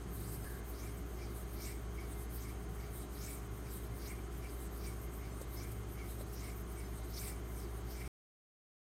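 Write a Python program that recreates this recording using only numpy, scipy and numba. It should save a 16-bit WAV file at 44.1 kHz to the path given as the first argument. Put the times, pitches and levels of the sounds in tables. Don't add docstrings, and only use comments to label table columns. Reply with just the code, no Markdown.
import sys
import numpy as np
from scipy import signal
from scipy.fft import rfft, irfft, next_fast_len
from scipy.io import wavfile
from scipy.ndimage import uniform_filter1d
from numba import njit

SR = 44100
rng = np.random.default_rng(int(sys.argv[2]) if len(sys.argv) > 2 else 0)


def store_pcm(level_fs):
    pcm = np.round(np.clip(level_fs, -1, 1) * 32767).astype(np.int16)
    wavfile.write(sys.argv[1], SR, np.atleast_2d(pcm).T)


def level_to_linear(level):
    exponent = np.asarray(level, float) / 20
    return 10 ** exponent


N = 392049
CHANGE_S, END_S = .445, 8.0785


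def unit(x):
    return x / np.sqrt(np.mean(x ** 2))


def noise():
    return rng.standard_normal(N)


def resonate(x, modes, order=1):
    size = next_fast_len(N)
    f = np.arange(size // 2 + 1) * SR / size + .01
    gain = sum(level_to_linear(db) / (1 + 1j * (f - hz ** 2 / f) / width) ** order for hz, width, db in modes)
    return unit(irfft(rfft(x, size) * gain, size)[:N])


@njit
def glide(x, hz, sharp):
    y, band, low = np.empty(len(x)), 0., 0.
    for i in range(len(x)):
        g = np.tan(np.pi * hz[i] / SR)
        v = (band + g * (x[i] - low)) / (1 + g * (g + 1 / sharp))
        band, low, y[i] = 2 * v - band, low + 2 * g * v, v / sharp
    return y


def walk(rate):
    k = int(SR / rate)
    held = np.repeat(rng.standard_normal(N // k + 1), k)
    return 1.3 * uniform_filter1d(uniform_filter1d(held, k), k)[:N]


# f/Hz, width/Hz, level/dB
EDGE_MODES = [(11150, 2600, 0), (12240, 1900, -1), (13500, 2400, -0.5), (15100, 3000, -3)]
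BELLY_MODES = [(7920, 1400, -2), (8500, 900, -1), (9170, 750, -0.5), (9940, 1000, -0.5)]
SPINE_MODES = [(3900, 800, 6.5), (4700, 150, -3), (5230, 67, -3.5), (5690, 100, -5), (6260, 170, 0),
               (6800, 560, -5.5), (6000, 27000, -0.5)]
RING_MODES = [(2290, 130, 0), (2180, 160, -2), (1980, 140, -8), (2700, 400, -11), (1450, 900, -9)]
# f/Hz, width/Hz, level/dB
SINGING_MODES = [(4684, 70, -4), (5180, 70, 2), (5600, 60, 0), (5776, 40, 3), (6270, 70, -4),
                 (8250, 90, -5), (8790, 60, 0), (9160, 70, -4), (11600, 90, -4), (11910, 90, -2),
                 (12600, 120, -6), (13200, 120, -5)]
# t/s, level/dB
HEEL_TOUCH = [
    (.43, -88),
    (.455, -56.5),
    (.52, -61),
    (.62, -68.5),
    (.7, -86),
]


def knife(t):
    edge, belly, front, ring = pressure(t)
    centre_hz = np.clip(front_hz(t) * (1 + 0.065 * walk(70)), 1000, 15000)
    loose = grit(1.5)
    climb = unit(glide(glide(loose, centre_hz, 3.), centre_hz, 3.))
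    climb = climb + .6 * resonate(loose, [(5000, 5500, 0)], order=2)
    resting = resonate(grit(1.4), [(5350, 1500, 0)], order=2)
    climb = level_to_linear(1.2 * walk(70)) * climb + .5 * level_to_linear(2.2 * walk(50)) * resting

    steel = edge * patchy(t, EDGE_MODES + [(14200, 2600, -5)], 2.6, 55, 1.1, .025, .009)
    steel = steel + belly * patchy(t, BELLY_MODES, 3.3, 55, 1.3, .011, 0.018)
    steel = steel + front * resonate(climb, SPINE_MODES)
    steel = steel + .3 * np.std(steel) * resonate(steel, SINGING_MODES)
    chatter = level_to_linear(1.0 * walk(60))

    heel_level = level_to_linear(np.interp(t, *np.transpose(HEEL_TOUCH), left=-150, right=-150))
    heel = heel_level * resonate(grit(0.89), [(1650, 250, 0)], order=2)
    low_ring = ring * patchy(t, RING_MODES, 2.5, 90, 1.5, .022, .1)
    return heel + chatter * steel + low_ring


def grit(coarse_db):
    return noise() * level_to_linear(coarse_db * rng.exponential(size=N))


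TURNS = [.06, .62, 1.04, 1.455, 1.875, 2.28, 2.67, 3.08, 3.49, 3.89, 4.29, 4.69, 5.08, 5.46, 5.85, 6.25,
         6.64, 7.025, 7.43, 7.83]


def patchy(t, modes, patch_db, rate, coarse_db, drift, halt_s):
    out, from_turn = 0, np.min([np.abs(t - turn) for turn in TURNS], axis=0)
    for hz, width, db in modes:
        moving_db = -10 * np.exp(-(from_turn / (halt_s * (hz / 10000) ** 2)) ** 2)
        centre_hz = np.minimum(hz * (1 + drift * walk(rate / 2)), .4 * SR)
        once = glide(grit(coarse_db), centre_hz, hz / width)
        mode = unit(glide(once, centre_hz, hz / width))
        out = out + level_to_linear(db + moving_db + patch_db * walk(rate)) * mode
    return unit(out)


def swells(t, start, length, peak_db, rise_db_s, fall_db_s):
    grid = t[::64, None]
    early = np.clip(start - grid, 0, None)
    late = np.clip(grid - start - length, 0, None)
    db = peak_db - rise_db_s * early - fall_db_s * late
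    return np.interp(t, grid[:, 0], np.sum(level_to_linear(db) ** 2, axis=1))


# t/s, length/s, front level/dB, treble level/dB, ring level/dB
PUSHES = [
    (.80, 0.073, -60.5, -62, -60),
    (1.63, 0.062, -55, -58, -55),
    (2.41, 0.084, -62, -66, -62),
    (3.22, 0.088, -56.5, -59.5, -57),
    (4.05, 0.068, -60.5, -63, -57),
    (4.84, 0.048, -59, -61.5, -59.5),
    (5.60, .05, -60.5, -64.5, -57.5),
    (6.38, 0.11, -59.5, -64.5, -58),
    (7.175, .11, -52, -54, -55),
    (7.93, 0.14, -60.5, -65, -56.5),
]
# t/s, front level/dB, ring level/dB
PULLS = [
    (1.20, -66, -63),
    (1.98, -70.5, -59),
    (2.81, -72, -62.5),
    (3.65, -69.5, -66),
    (4.43, -69.5, -60.5),
    (5.22, -72, -65),
    (5.985, -70.5, -56.5),
    (6.79, -72, -61),
    (7.58, -66.5, -65),
]
BITES_DB = [-58.5, -58.5, -65.5, -58.5, -69, -57, -67.5, -58.5, -65.5, -61.5, -65, -60, -61, -59, -63.5,
            -59.5, -63, -63.5, -63.5, -60.5]
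# t/s, length/s, edge level/dB, belly level/dB
CATCHES = [(0.209, .14, -57, -57.5), (0.445, .11, -60.5, -63), (0.947, .04, -67.5, -71.5),
           (1.364, .05, -61, -62), (2.11, .01, -61.5, -61.5), (2.20, .02, -61.5, -62),
           (2.94, .04, -60.5, -64), (3.016, .01, -64, -61.5), (3.33, .02, -58.5, -58),
           (3.73, .04, -58, -59), (3.84, .02, -67, -64), (4.52, .02, -60.5, -62), (4.623, .02, -60, -61),
           (5.03, .02, -60, -63), (5.41, .02, -66, -61.5), (5.711, .02, -63, -66),
           (6.09, .03, -60.5, -60.5), (6.20, .02, -62, -61), (6.58, .03, -62.5, -70.5),
           (6.794, .03, -67, -64.5), (6.967, .02, -63.5, -59.5), (7.57, .04, -62.5, -64),
           (7.74, .04, -67.5, -69)]


def pressure(t):
    push, length, front_db, treble_db, ring_db = np.transpose(PUSHES)
    pull, pull_front_db, pull_ring_db = np.transpose(PULLS)
    catch, catch_s, edge_db, belly_db = np.transpose(CATCHES)
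    belly_lag_s, ring_lag_share = .03, .65
    bite_lag_s, bite_s, pull_front_lag_s, pull_front_s, pull_ring_s = .081, .0072, .015, .04, .025

    grab = lambda *event: swells(t, *event, 194, 213.5)
    sweep = lambda *event: swells(t, *event, 202, 190)
    bites = grab(np.array(TURNS) + bite_lag_s, bite_s, np.array(BITES_DB))
    coarse = grab(catch, catch_s, belly_db)

    edge = sweep(push, length, treble_db) + bites + grab(catch, catch_s, edge_db)
    belly = sweep(push + belly_lag_s, length - belly_lag_s, treble_db) + level_to_linear(2 * -5) * bites + coarse
    front = swells(t, push, length, front_db, 200.5, 190)
    front = front + sweep(pull + pull_front_lag_s, pull_front_s, pull_front_db) + level_to_linear(2 * -10) * coarse
    ring = swells(t, push + ring_lag_share * length, (1 - ring_lag_share) * length, ring_db, 190, 190)
    ring = ring + swells(t, pull, pull_ring_s, pull_ring_db, 502, 190)
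    beds = level_to_linear([-70, -70, -81, -80])
    return [np.sqrt(power + bed ** 2) for power, bed in zip((edge, belly, front, ring), beds)]


# t/s from the sweep, f/Hz
CLIMB = [(-.19, 3900), (-.05, 4700), (.015, 5760), (.07, 8460)]
# t/s from the sweep, f/Hz
SINK = [(0., 5410), (.06, 4700), (.15, 3850)]


def front_hz(t):
    path = [(CHANGE_S, 4700)]
    for strokes, law in ((PUSHES, CLIMB), (PULLS, SINK)):
        path += [(stroke[0] + s, hz) for stroke in strokes for s, hz in law]
    return np.interp(t, *np.transpose(sorted(path)))


KNOCK_S = [.318, 1.712, 5.413, 5.716, 6.209]
# thud level/dB, smack level/dB, thud f/Hz
KNOCKS = [
    (-69, -54, 470),
    (-75, -55.5, 600),
    (-36, -51.5, 410),
    (-69, -53, 720),
    (-36.5, -59, 460),
]


def knocks(t):
    out, hiss = np.zeros(N), resonate(noise(), [(10000, 7000, 0)])
    for s, (thud_db, smack_db, hz) in zip(KNOCK_S, KNOCKS):
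        age = np.clip(t - s, 0, None)
        swell = lambda rise_s: np.e * age / rise_s * np.exp(-age / rise_s)
        out += level_to_linear(thud_db) * np.sin(2 * np.pi * hz * age * (1 + 40 * age)) * swell(.001)
        out += level_to_linear(thud_db - 8) * np.sin(4 * np.pi * hz * age) * swell(.0005)
        out += level_to_linear(smack_db) * hiss * swell(.004)
    return out


# multiple of shaft f, level/dB
BIG_ORDERS = [(1, -46), (3, -72), (7, -60), (8, -79), (10, -80), (11, -79), (12, -79), (13, -71), (14, -81),
              (15, -85), (19, -78), (21, -84), (45, -94), (47, -88), (48, -90), (50, -90), (51, -93),
              (52, -79)]
# multiple of buzz f, multiple of shaft f, level/dB
SMALL_ORDERS = [(0, 1, -59), (0, 2, -73), (0, 3, -71), (0, 4, -64), (0, 5, -73), (0, 8, -66), (1, 1, -65),
                (2, 0, -73), (2, 1, -70), (1, 4, -72), (1, 5, -67), (3, 2, -72), (1, 7, -77), (4, 3, -78),
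                (3, 7, -77), (5, 3, -81), (3, 8, -79), (5, 8, -80), (7, 4, -81), (6, 8, -81)]


def motors(t):
    t = t - .0062 * (t > CHANGE_S)
    big_hz, small_hz, buzz_hz = 58.905, 49.23, 120
    big = big_hz * t + .012 * walk(.4)
    small = small_hz * t + .02 * walk(.5)
    orders = [(k * big, db) for k, db in BIG_ORDERS]
    orders += [(m * buzz_hz * t + k * small, db) for m, k, db in SMALL_ORDERS]
    out = np.zeros(N)
    for turns, db in orders:
        level = np.sqrt(2) * level_to_linear(db + .5 * walk(1.5))
        out += level * np.sin(2 * np.pi * (turns + rng.random()))
    return out


def fan(t):
    hz = 109.8
    tone = np.sqrt(2) * np.sin(2 * np.pi * (hz * t + 0.02 * walk(1.)))
    draught = resonate(noise(), [(hz, 11, 0)], order=2)
    return level_to_linear(-56.5) * tone + level_to_linear(-59) * draught


# f/Hz, level/dB per Hz
AIR_SPECTRUM = [(15, -38.5), (25, -20), (70, -7), (240, -13), (411, -15.5), (510, -20), (897, -26),
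                (1110, -22.5), (2120, -29.5), (2630, -34.5), (5030, -38), (9340, -40), (15600, -50)]
# f/Hz, width/Hz, level/dB rms
HUMPS = [(124.7, 14, -60), (62, 42, -67), (181, 21, -64), (281.7, 22, -64), (344.4, 40, -60),
         (651, 150, -68), (756.5, 100, -71.5), (1154, 720, -64.5), (2100, 21, -74.5), (1347, 81, -80.5),
         (2470, 54, -85), (3250, 60, -80.5), (3080, 480, -81), (6474, 500, -72.5), (32.7, 0.69, -76.5)]


def air():
    size = next_fast_len(N)
    hz, db = np.transpose(AIR_SPECTRUM)
    f = np.arange(size // 2 + 1) * SR / size
    colour = level_to_linear(np.interp(np.log(f + 1), np.log(hz), db))
    broad = unit(irfft(rfft(rng.standard_normal(size)) * colour, size)[:N])
    humps = sum(level_to_linear(db) * resonate(noise(), [(hz, width, 0)], order=2) for hz, width, db in HUMPS)
    return level_to_linear(-53) * broad + humps


def early_rumble(t):
    return level_to_linear(-55.5) * resonate(noise(), [(150.3, 71, 0)], order=2) * (t < CHANGE_S)


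def port(x):
    notch_hz, width_hz, depth = 10310, 900, .5
    return x - depth * glide(x, np.full(N, 1. * notch_hz), notch_hz / width_hz)


def scene():
    t = np.arange(N) / SR
    mono = port(knife(t) + knocks(t) + motors(t) + fan(t) + air() + early_rumble(t))
    return np.array([mono, mono]) * (t < END_S)


def band_limit(x):
    return signal.sosfilt(signal.butter(12, 15720, fs=SR, output="sos"), x)


SPREAD_S = [.36, .425, .48, 2.52, 2.755, 4.38, 4.43, 4.475, 5.335, 5.59, 5.825, 6.87]


def record(dry):
    mono, side = dry[0], np.zeros(N)
    hop, offset = 1024, 405
    window = signal.windows.kaiser_bessel_derived(2 * hop, 4 * np.pi) ** 2
    lows = rng.uniform(4500, 13000, 2 * len(SPREAD_S))
    for s, low in zip(SPREAD_S * 2, lows):
        high = low * 2 ** .25
        middle = offset + hop * round((s * SR - offset) / hop)
        span = slice(middle - hop, middle + hop)
        bandpass = signal.butter(6, [low, high], "bandpass", fs=SR, output="sos")
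        side[span] += .9 * window * signal.sosfiltfilt(bandpass, mono[span][::-1])
    return band_limit(dry + np.array([side, -side]))


dry = scene()
out = record(dry)
store_pcm(out)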